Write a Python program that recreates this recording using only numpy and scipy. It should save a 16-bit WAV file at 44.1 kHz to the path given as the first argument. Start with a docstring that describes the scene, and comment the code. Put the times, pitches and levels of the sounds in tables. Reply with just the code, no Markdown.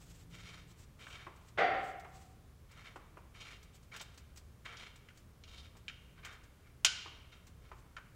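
"""A steel drain plug, unscrewed by hand from an axle housing under a lifted vehicle in a garage.
Grit rasps in the thread with each twist and the dry thread squeaks; the loose plug clacks across its
play and rings the steel. Fingertips tick off its head and brush the casting. Farther off: one heavy
clank, dull knocks, two engine revs, and the soft rumble and machine hum of the hall."""
import sys
import numpy as np
from scipy import signal
from scipy.fft import rfft, irfft, next_fast_len
from scipy.io import wavfile
from scipy.ndimage import uniform_filter1d, map_coordinates

SR = 44100
rng = np.random.default_rng(int(sys.argv[2]) if len(sys.argv) > 2 else 0)


def dump(signal):
    """Clip the signal to [-1, 1] and save it as 16-bit WAV at the path in sys.argv[1]."""
    limited = np.clip(np.atleast_2d(signal).T, -1, 1)
    pcm = np.round(limited * 32767).astype(np.int16)
    wavfile.write(sys.argv[1], SR, pcm)


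N = 359415


def amp(db):
    """Decibels to gain."""
    return 10 ** (np.asarray(db) / 20)


def unit(x):
    """Scale to rms 1."""
    return x / np.sqrt(np.mean(x ** 2) + 1e-20)


def along(points, hz):
    """Interpolate (f/Hz, value) points on a log frequency axis."""
    f, values = np.transpose(points)
    return np.interp(np.log(hz + 1), np.log(f + 1), values)


def resonances(modes, hz):
    """Summed gain of (f/Hz, width/Hz, level/dB) peaks."""
    return sum(amp(db) / (1 + (2 * (hz - f) / width_hz) ** 2) for f, width_hz, db in modes)


def hump(hz, centre_hz, half_width_oct):
    """Broad peak of height 1."""
    return 1 / (1 + (np.log2((hz + 1) / centre_hz) / half_width_oct) ** 2)


def wobble(rate_hz):
    """Smooth random curve, rate_hz knots per second."""
    knots = rng.standard_normal(int(N * rate_hz / SR) + 4)
    return map_coordinates(knots, [np.arange(N) * rate_hz / SR])


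def swell(start_s, length_s):
    """Half-sine envelope."""
    return np.abs(np.sin(np.pi * np.clip((np.arange(N) / SR - start_s) / length_s, 0, 1)))


def add(track, start_s, sound):
    """Mix a sound into the track in place."""
    part = track[max(round(start_s * SR), 0):][:len(sound)]
    part += sound[:len(part)]


def coloured(x, gain):
    """Minimum-phase filter with magnitude gain(hz)."""
    size = 2 * next_fast_len(len(x) // 2 + 4096)
    cepstrum = irfft(np.log(np.maximum(gain(np.fft.rfftfreq(size, 1 / SR)), 1e-6)))
    cepstrum[1:size // 2] *= 2
    cepstrum[size // 2 + 1:] = 0
    return irfft(rfft(x, size) * np.exp(rfft(cepstrum)))[:len(x)]


def hiss(spectrum):
    """Steady coloured noise, rms 1."""
    return unit(coloured(rng.standard_normal(N), lambda hz: amp(along(spectrum, hz))))


def ring(modes, attack_s):
    """One second of decaying modes, struck with random phase and slightly varied strength."""
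    t = np.arange(SR) / SR
    out = np.zeros(SR)
    for hz, db, t60_s in modes:
        envelope = amp(db + rng.normal(0, 0.66) - 60 * t / t60_s)
        out += envelope * np.sin(2 * np.pi * (hz * t + rng.random()))
    return out * (1 - np.exp(-t / attack_s))


def burst(gain, t60_s, attack_s):
    """Decaying contact noise, rms 1 over its loudest 4 ms."""
    t = np.arange(SR // 4) / SR
    envelope = amp(-60 * t / t60_s) * (1 - np.exp(-t / attack_s))
    noise = coloured(rng.standard_normal(len(t)) * envelope, gain)
    return noise / np.sqrt(uniform_filter1d(noise ** 2, size=176).max())


def garage_tail(build_s):
    """Diffuse room response, energy 1: echoes build up, treble dies first."""
    # reverberation: f/Hz, t60/s
    decay = [(150, 0.87), (700, 1), (1500, 1.0), (3000, 0.93), (6000, 0.57), (10000, 0.39), (15000, 0.063)]
    hz, t, spectra = signal.stft(rng.standard_normal(SR * 5 // 4), SR, nperseg=256)
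    tail = signal.istft(spectra * amp(-60 * t / along(decay, hz)[:, None]), SR, nperseg=256)[1]
    tail *= 1 - np.exp(-np.arange(len(tail)) / SR / build_s)
    return tail / np.linalg.norm(tail)


def in_garage(x, wet_db):
    """Direct sound plus reverberation."""
    response = amp(wet_db) * garage_tail(build_s=0.0015)
    response[0] += 1
    return signal.fftconvolve(x, response)


def hit(gain, t60_s, attack_s, wet_db):
    """Contact noise plus a room tail of the same colour."""
    near = burst(gain, t60_s, attack_s)
    wash = coloured(garage_tail(build_s=0.004), gain)
    out = amp(wet_db) * wash * np.linalg.norm(near) / np.linalg.norm(wash)
    add(out, 0, near)
    return out


def hall(air_db=-60, waver_db=4):
    """Low rumble, thin hiss and unsteady machine hum."""
    # room noise: f/Hz, relative density/dB
    air = [(12, -20), (20, -9), (80, -1.5), (362, -21), (404, -19), (906, -29), (1130, -26), (1340, -28.5),
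           (1870, -32), (2210, -32), (2540, -33.5), (3750, -35.5), (4430, -37), (5850, -37.5),
           (15500, -42.5)]
    # machine tones: f/Hz, level/dB
    tones = [(48, -66.5), (70, -67.5), (124, -67.5), (166, -77)]
    t = np.arange(N) / SR
    hum = sum(amp(db + waver_db * wobble(2.2)) * np.sin(2 * np.pi * hz * t + 3 * wobble(8.7))
              for hz, db in tones)
    return amp(air_db) * hiss(air) + hum


def engine(idle_hz=52.1, rise_hz_per_s=8.4, waver_db=2.5):
    """A far engine swells as its firing rate climbs with each rev."""
    # revs: t/s, length/s, level/dB
    revs = [(-0.2, 1, -64.5), (1.846, 0.66, -71)]
    # firing harmonics: order, relative level/dB
    harmonics = [(2, 3.5), (3, 2), (5, -8.5), (6, -15.5)]
    t, out = np.arange(N) / SR, np.zeros(N)
    for start_s, length_s, db in revs:
        firing_hz = idle_hz + rise_hz_per_s * np.clip(t - start_s, 0, length_s)
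        phase = 2 * np.pi * np.cumsum(firing_hz) / SR
        drone = sum(amp(order_db + waver_db * wobble(8.5)) * np.sin(order * phase + 0.76 * wobble(8.7))
                    for order, order_db in harmonics)
        out += amp(db) * np.sqrt(swell(start_s, length_s)) * drone
    return out


def knocks(gain_db=-2):
    """Dull, ringless knocks excite the room."""
    # knocks: t/s, relative level/dB
    blows = [(1.266, -43.5), (2.045, -48), (2.958, -44.5), (3.17, -49), (5.75, -59), (7.058, -45),
             (7.715, -45)]
    # knock spectrum: f/Hz, relative density/dB
    dull = [(80, -9), (200, -24), (320, 3), (520, -2), (720, -2.5), (1100, 5), (1700, -8), (2300, -7.5),
            (4000, -27.5), (9000, -34), (15000, -53)]
    out = np.zeros(N)
    for start_s, db in blows:
        knock = hit(lambda hz: amp(along(dull, hz)), t60_s=0.094, attack_s=0.00071, wet_db=-5)
        add(out, start_s, amp(db + gain_db) * knock)
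    return out


def clank(thud_fade_db_per_s=14, ring_fade_db_per_s=3):
    """A heavy object lands far off and settles, heard as reverberation; its ring outlasts the thud."""
    # contacts: t/s, thud level/dB, ring level/dB
    contacts = [(1.574, -36.5, -59), (1.583, -27.5, -45), (1.606, -41, -28.5), (1.695, -47, -37.5),
                (1.74, -40.5, -48)]
    # thud spectrum: f/Hz, relative density/dB
    thud_spectrum = [(60, -42), (160, -5.5), (215, -13), (260, -5), (400, 0.5), (720, 6.5), (900, -7),
                     (1400, 2.5), (1570, -3), (2050, 3), (2400, -7.5), (3300, -12), (4200, -22),
                     (7000, -35), (15000, -67)]
    # body modes: f/Hz, width/Hz, relative level/dB
    body_modes = [(421, 13, -14.5), (452, 8.3, -29), (583, 10, -14), (710, 13, -1.5), (760, 30, -2),
                  (775, 29, -5), (1367, 12, -12), (1660, 32, -19), (1817, 32, -19), (2125, 62, -17.5),
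                  (3480, 61, -26), (4620, 110, -31.5)]
    out = np.zeros(N)
    for start_s, thud_db, ring_db in contacts:
        thud = thud_db, thud_fade_db_per_s, lambda hz: amp(along(thud_spectrum, hz))
        body = ring_db, ring_fade_db_per_s, lambda hz: resonances(body_modes, hz)
        for db, fade_db_per_s, colour in thud, body:
            wash = coloured(garage_tail(build_s=0.00075), colour)
            wash *= amp(-fade_db_per_s * np.arange(len(wash)) / SR)  # on top of the room's decay
            wash *= np.sqrt(SR / 20) / np.linalg.norm(wash)  # energy of 50 ms at rms 1
            add(out, start_s, amp(db) * wash)
    return out


def fingers(tick_db=-5, flutter_db=3.04):
    """Fingertips flick off the plug head; skin and sleeve brush the casting."""
    # fingertip slips: t/s, relative level/dB
    ticks = [(1.362, -61.5), (1.484, -58), (1.9979, -56), (2.7147, -58), (2.9597, -59), (3.6298, -55),
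             (3.8288, -62), (3.965, -46.5), (4.0123, -43.5), (4.142, -61), (4.177, -50), (4.361, -55),
             (4.374, -49), (4.6525, -57), (4.9593, -56), (5.1746, -56), (5.7684, -57), (6.2502, -45.5),
             (6.327, -57.5), (6.4374, -60.5), (7.4696, -55)]
    # tick spectrum: f/Hz, relative density/dB
    skin = [(200, -14.5), (900, -0.5), (2500, 0.5), (4500, 0), (8000, 0.5), (10000, -13), (15500, -11)]
    # brush strokes: t/s, length/s, level/dB
    brushes = [(0.0, 0.051, -61), (0.019, 0.23, -63.5), (0.293, 0.137, -65.5), (0.67, 0.06, -64.5),
               (0.761, 0.092, -66.5), (0.965, 0.23, -66.5), (1.398, 0.12, -71), (1.78, 0.16, -67),
               (2.074, 0.27, -67.5), (3.728, 0.065, -68), (5.145, 0.075, -74), (7.746, 0.082, -73.5)]
    # brush spectrum: f/Hz, relative density/dB
    cloth = [(200, 8), (1200, -0.5), (3000, 1.5), (5500, -1), (7900, 3.5), (9500, -10), (15500, -10.5)]
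    out = np.zeros(N)
    for peak_s, db in ticks:
        tick = burst(lambda hz: amp(along(skin, hz)), t60_s=0.086, attack_s=0.0017)
        add(out, peak_s - 0.002, amp(db + tick_db) * tick)
    touch = sum(amp(db) * swell(start_s, length_s) ** 0.53 for start_s, length_s, db in brushes)
    out += touch * amp(flutter_db * wobble(45)) * hiss(cloth)
    return in_garage(out, wet_db=-16)[:N]


def housing(hz, base_db):
    """Gain of the axle housing: resonances over a flat base."""
    # casting modes: f/Hz, width/Hz, level/dB
    modes = [(1300, 400, -9.5), (2270, 270, 2), (2790, 90, -0.5), (3126, 160, 5), (3688, 170, 3.5),
             (4205, 220, -3.5), (4790, 80, -3.5), (5100, 77, -8.5), (5700, 230, -5), (6750, 170, -8)]
    return amp(base_db) + resonances(modes, hz)


def squeaks(pitch_hz=2260, waver_hz=130, flutter_db=2.7):
    """Stick-slip of the dry thread at one wavering pitch."""
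    # squeaks: t/s, length/s, level/dB
    slips = [(3.466, 0.069, -56.5), (3.916, 0.022, -52), (6.221, 0.065, -54.5), (6.624, 0.11, -71)]
    phase = 2 * np.pi * np.cumsum(pitch_hz + waver_hz * wobble(400)) / SR
    envelope = sum(amp(db) * swell(start_s, length_s) for start_s, length_s, db in slips)
    return in_garage(envelope * amp(flutter_db * wobble(150)) * np.sin(phase), wet_db=-17)[:N]


def twisting(grip_s=0.015, release_s=0.025, swell_db=7, ease_db=12, treble_db_per_db=0.1):
    """Each twist grips, pushes, eases and lets go; returns the rasp's gain, treble and band centre."""
    # twists: t/s, time to hardest push/s, length/s, relative level/dB, relative treble/dB, centre f/Hz
    twists = [(0.305, 0.2, 0.35, -56.5, -2.5, 2260), (0.985, 0.026, 0.14, -55, -8.5, 2400),
              (1.095, 0.039, 0.19, -50, -8, 2230), (2.69, 0.16, 0.26, -57, -8, 1940),
              (3.335, 0.18, .255, -53, -4.5, 2420), (3.912, 0.053, 0.09, -49.5, -6, 2250),
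              (3.99, 0.033, .045, -47, -7, 3800), (4.646, 0.053, 0.14, -49, -11.5, 1680),
              (4.76, 0.041, 0.16, -53, -6, 2480), (5.465, .125, .23, -56, -4, 3140),
              (6.16, .035, 0.076, -61.5, -16.5, 1860), (6.225, .035, 0.16, -51, -11, 1490),
              (6.61, .04, 0.17, -73, -12.5, 2100), (7.31, .025, 0.093, -59.5, -7, 2010),
              (7.61, .05, 0.12, -67, -6.5, 1624)]
    t = np.arange(N) / SR
    gain, treble_db = np.zeros(N), np.zeros(N)
    centre_hz = np.full(N, float(twists[0][-1]))
    for start_s, push_s, length_s, db, bright_db, hz in twists:
        age_s = t - start_s
        grip = np.clip(np.minimum(age_s / grip_s, (length_s - age_s) / release_s), 0, 1)
        effort_db = np.interp(age_s, [0, push_s, length_s], [-swell_db, 0, -ease_db])
        gain += grip * amp(db + effort_db)
        treble_db = np.where(age_s > 0, bright_db + treble_db_per_db * effort_db, treble_db)
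        centre_hz[age_s > 0] = hz
    return gain, treble_db, centre_hz


def thread(grains_per_s=4500, chatter_db=3, band_db=8, wander_oct=0.19, gain_db=-1, tilt_db=-1):
    """Grit slips in tiny grains; the rasp's strongest band wanders and shifts with each new grip."""
    # grit spectrum: f/Hz, relative density/dB
    grit = [(80, -43.5), (400, 2.5), (800, -2.5), (1300, 1), (2400, -7.5), (4000, -9.5), (7000, -12),
            (9500, -19.5), (15500, -35)]
    gain, treble_db, centre_hz = twisting()
    grains = (rng.random(N) < grains_per_s / SR) * rng.standard_normal(N)
    grains *= amp(-0.5 * np.minimum(rng.exponential(size=N), 3))
    grains *= amp(chatter_db * wobble(55))
    rasp = coloured(grains, lambda hz: amp(along(grit, hz)) * housing(hz, base_db=-6.5))
    hz, frames_s, spectra = signal.stft(rasp, SR, nperseg=512)
    band_hz = np.interp(frames_s, np.arange(N) / SR, centre_hz * 2 ** (wander_oct * wobble(18)))
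    spectra = spectra * amp(band_db * hump(hz[:, None], band_hz, half_width_oct=0.56))
    rasp = signal.istft(spectra, SR, nperseg=512)[1][:N]
    low = signal.sosfiltfilt(signal.butter(3, 3800, fs=SR, output="sos"), rasp)
    treble = amp(treble_db + tilt_db) * unit(rasp - low)
    return in_garage(gain * amp(gain_db) * (unit(low) + treble), wet_db=-10.5)[:N]


def plug(hard_db=-37, spread_oct=0.65, doubling_db=21.5, ring_db=-21.5, ring_db_per_db=0.09):
    """The loose plug snaps across its play and rebounds once: a crack, then ringing steel."""
    # clacks: t/s, level/dB, centre f/Hz
    clacks = [(1.068, -49, 1480), (1.127, -53, 3600), (3.349, -57.5, 1900), (3.405, -58, 4400),
              (3.962, -49, 2580), (3.997, -51, 4100), (4.005, -52, 800), (4.671, -52, 1600),
              (4.77, -51.5, 4400), (5.086, -55, 2090), (5.437, -53.5, 3600), (5.881, -37.5, 2800),
              (6.248, -48, 2200), (6.8475, -17.5, 4770), (7.966, -43, 1606)]
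    # crack spectrum: f/Hz, relative density/dB
    crack = [(60, -25.5), (400, -5.5), (1050, -4.5), (1450, -1.5), (1850, -6), (3050, -4), (3600, -9.5),
             (6900, -5), (8400, -15), (9400, -13), (10300, -22), (12000, -22.5), (15500, -34)]
    # steel modes: f/Hz, relative level/dB, t60/s
    steel_modes = [(1455, 4, 0.43), (1537, 5.5, 0.27), (2070, -13.5, 0.23), (2260, -8, 0.45),
                   (2840, -8.5, .85), (3020, -5, 0.43), (3010, -5.5, 0.55), (3143, -1.5, 0.45),
                   (3193, -9.5, 0.45), (3700, -10, .35), (5080, -2, .15), (5300, -13.5, .25),
                   (6830, -12.5, .2)]
    rebounds = [(s + 0.0155, db - 8, hz * 0.75) for s, db, hz in clacks]  # later, softer, duller
    out = np.zeros(N)
    for start_s, db, centre_hz in list(clacks) + rebounds:
        excess_db = max(db - hard_db, 0)  # hard blows span a wider band and ring more
        half_width_oct = spread_oct * 2 ** (excess_db / doubling_db)
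        contact = lambda hz: hump(hz, centre_hz, half_width_oct)
        colour = lambda hz: amp(along(crack, hz)) * contact(hz) * housing(hz, base_db=5)
        steel = coloured(ring(steel_modes, attack_s=0.00092), contact)
        add(out, start_s, amp(db) * hit(colour, t60_s=0.054, attack_s=0.0002, wet_db=-10.5))
        add(out, start_s, amp(db + ring_db + ring_db_per_db * excess_db) * in_garage(steel, wet_db=-14.5))
    return out


def scene():
    """Mono mix, heard from below the axle."""
    return (thread() + squeaks() + plug() + fingers() + knocks() + clank() + hall() + engine())[None]


def record(dry):
    """Brick-wall low-pass."""
    cutoff_hz = 15800
    size = next_fast_len(N + SR // 2)
    passband = np.fft.rfftfreq(size, 1 / SR) < cutoff_hz
    return irfft(rfft(dry, size) * passband, size)[:, :N]


dry = scene()
out = record(dry)
dump(out)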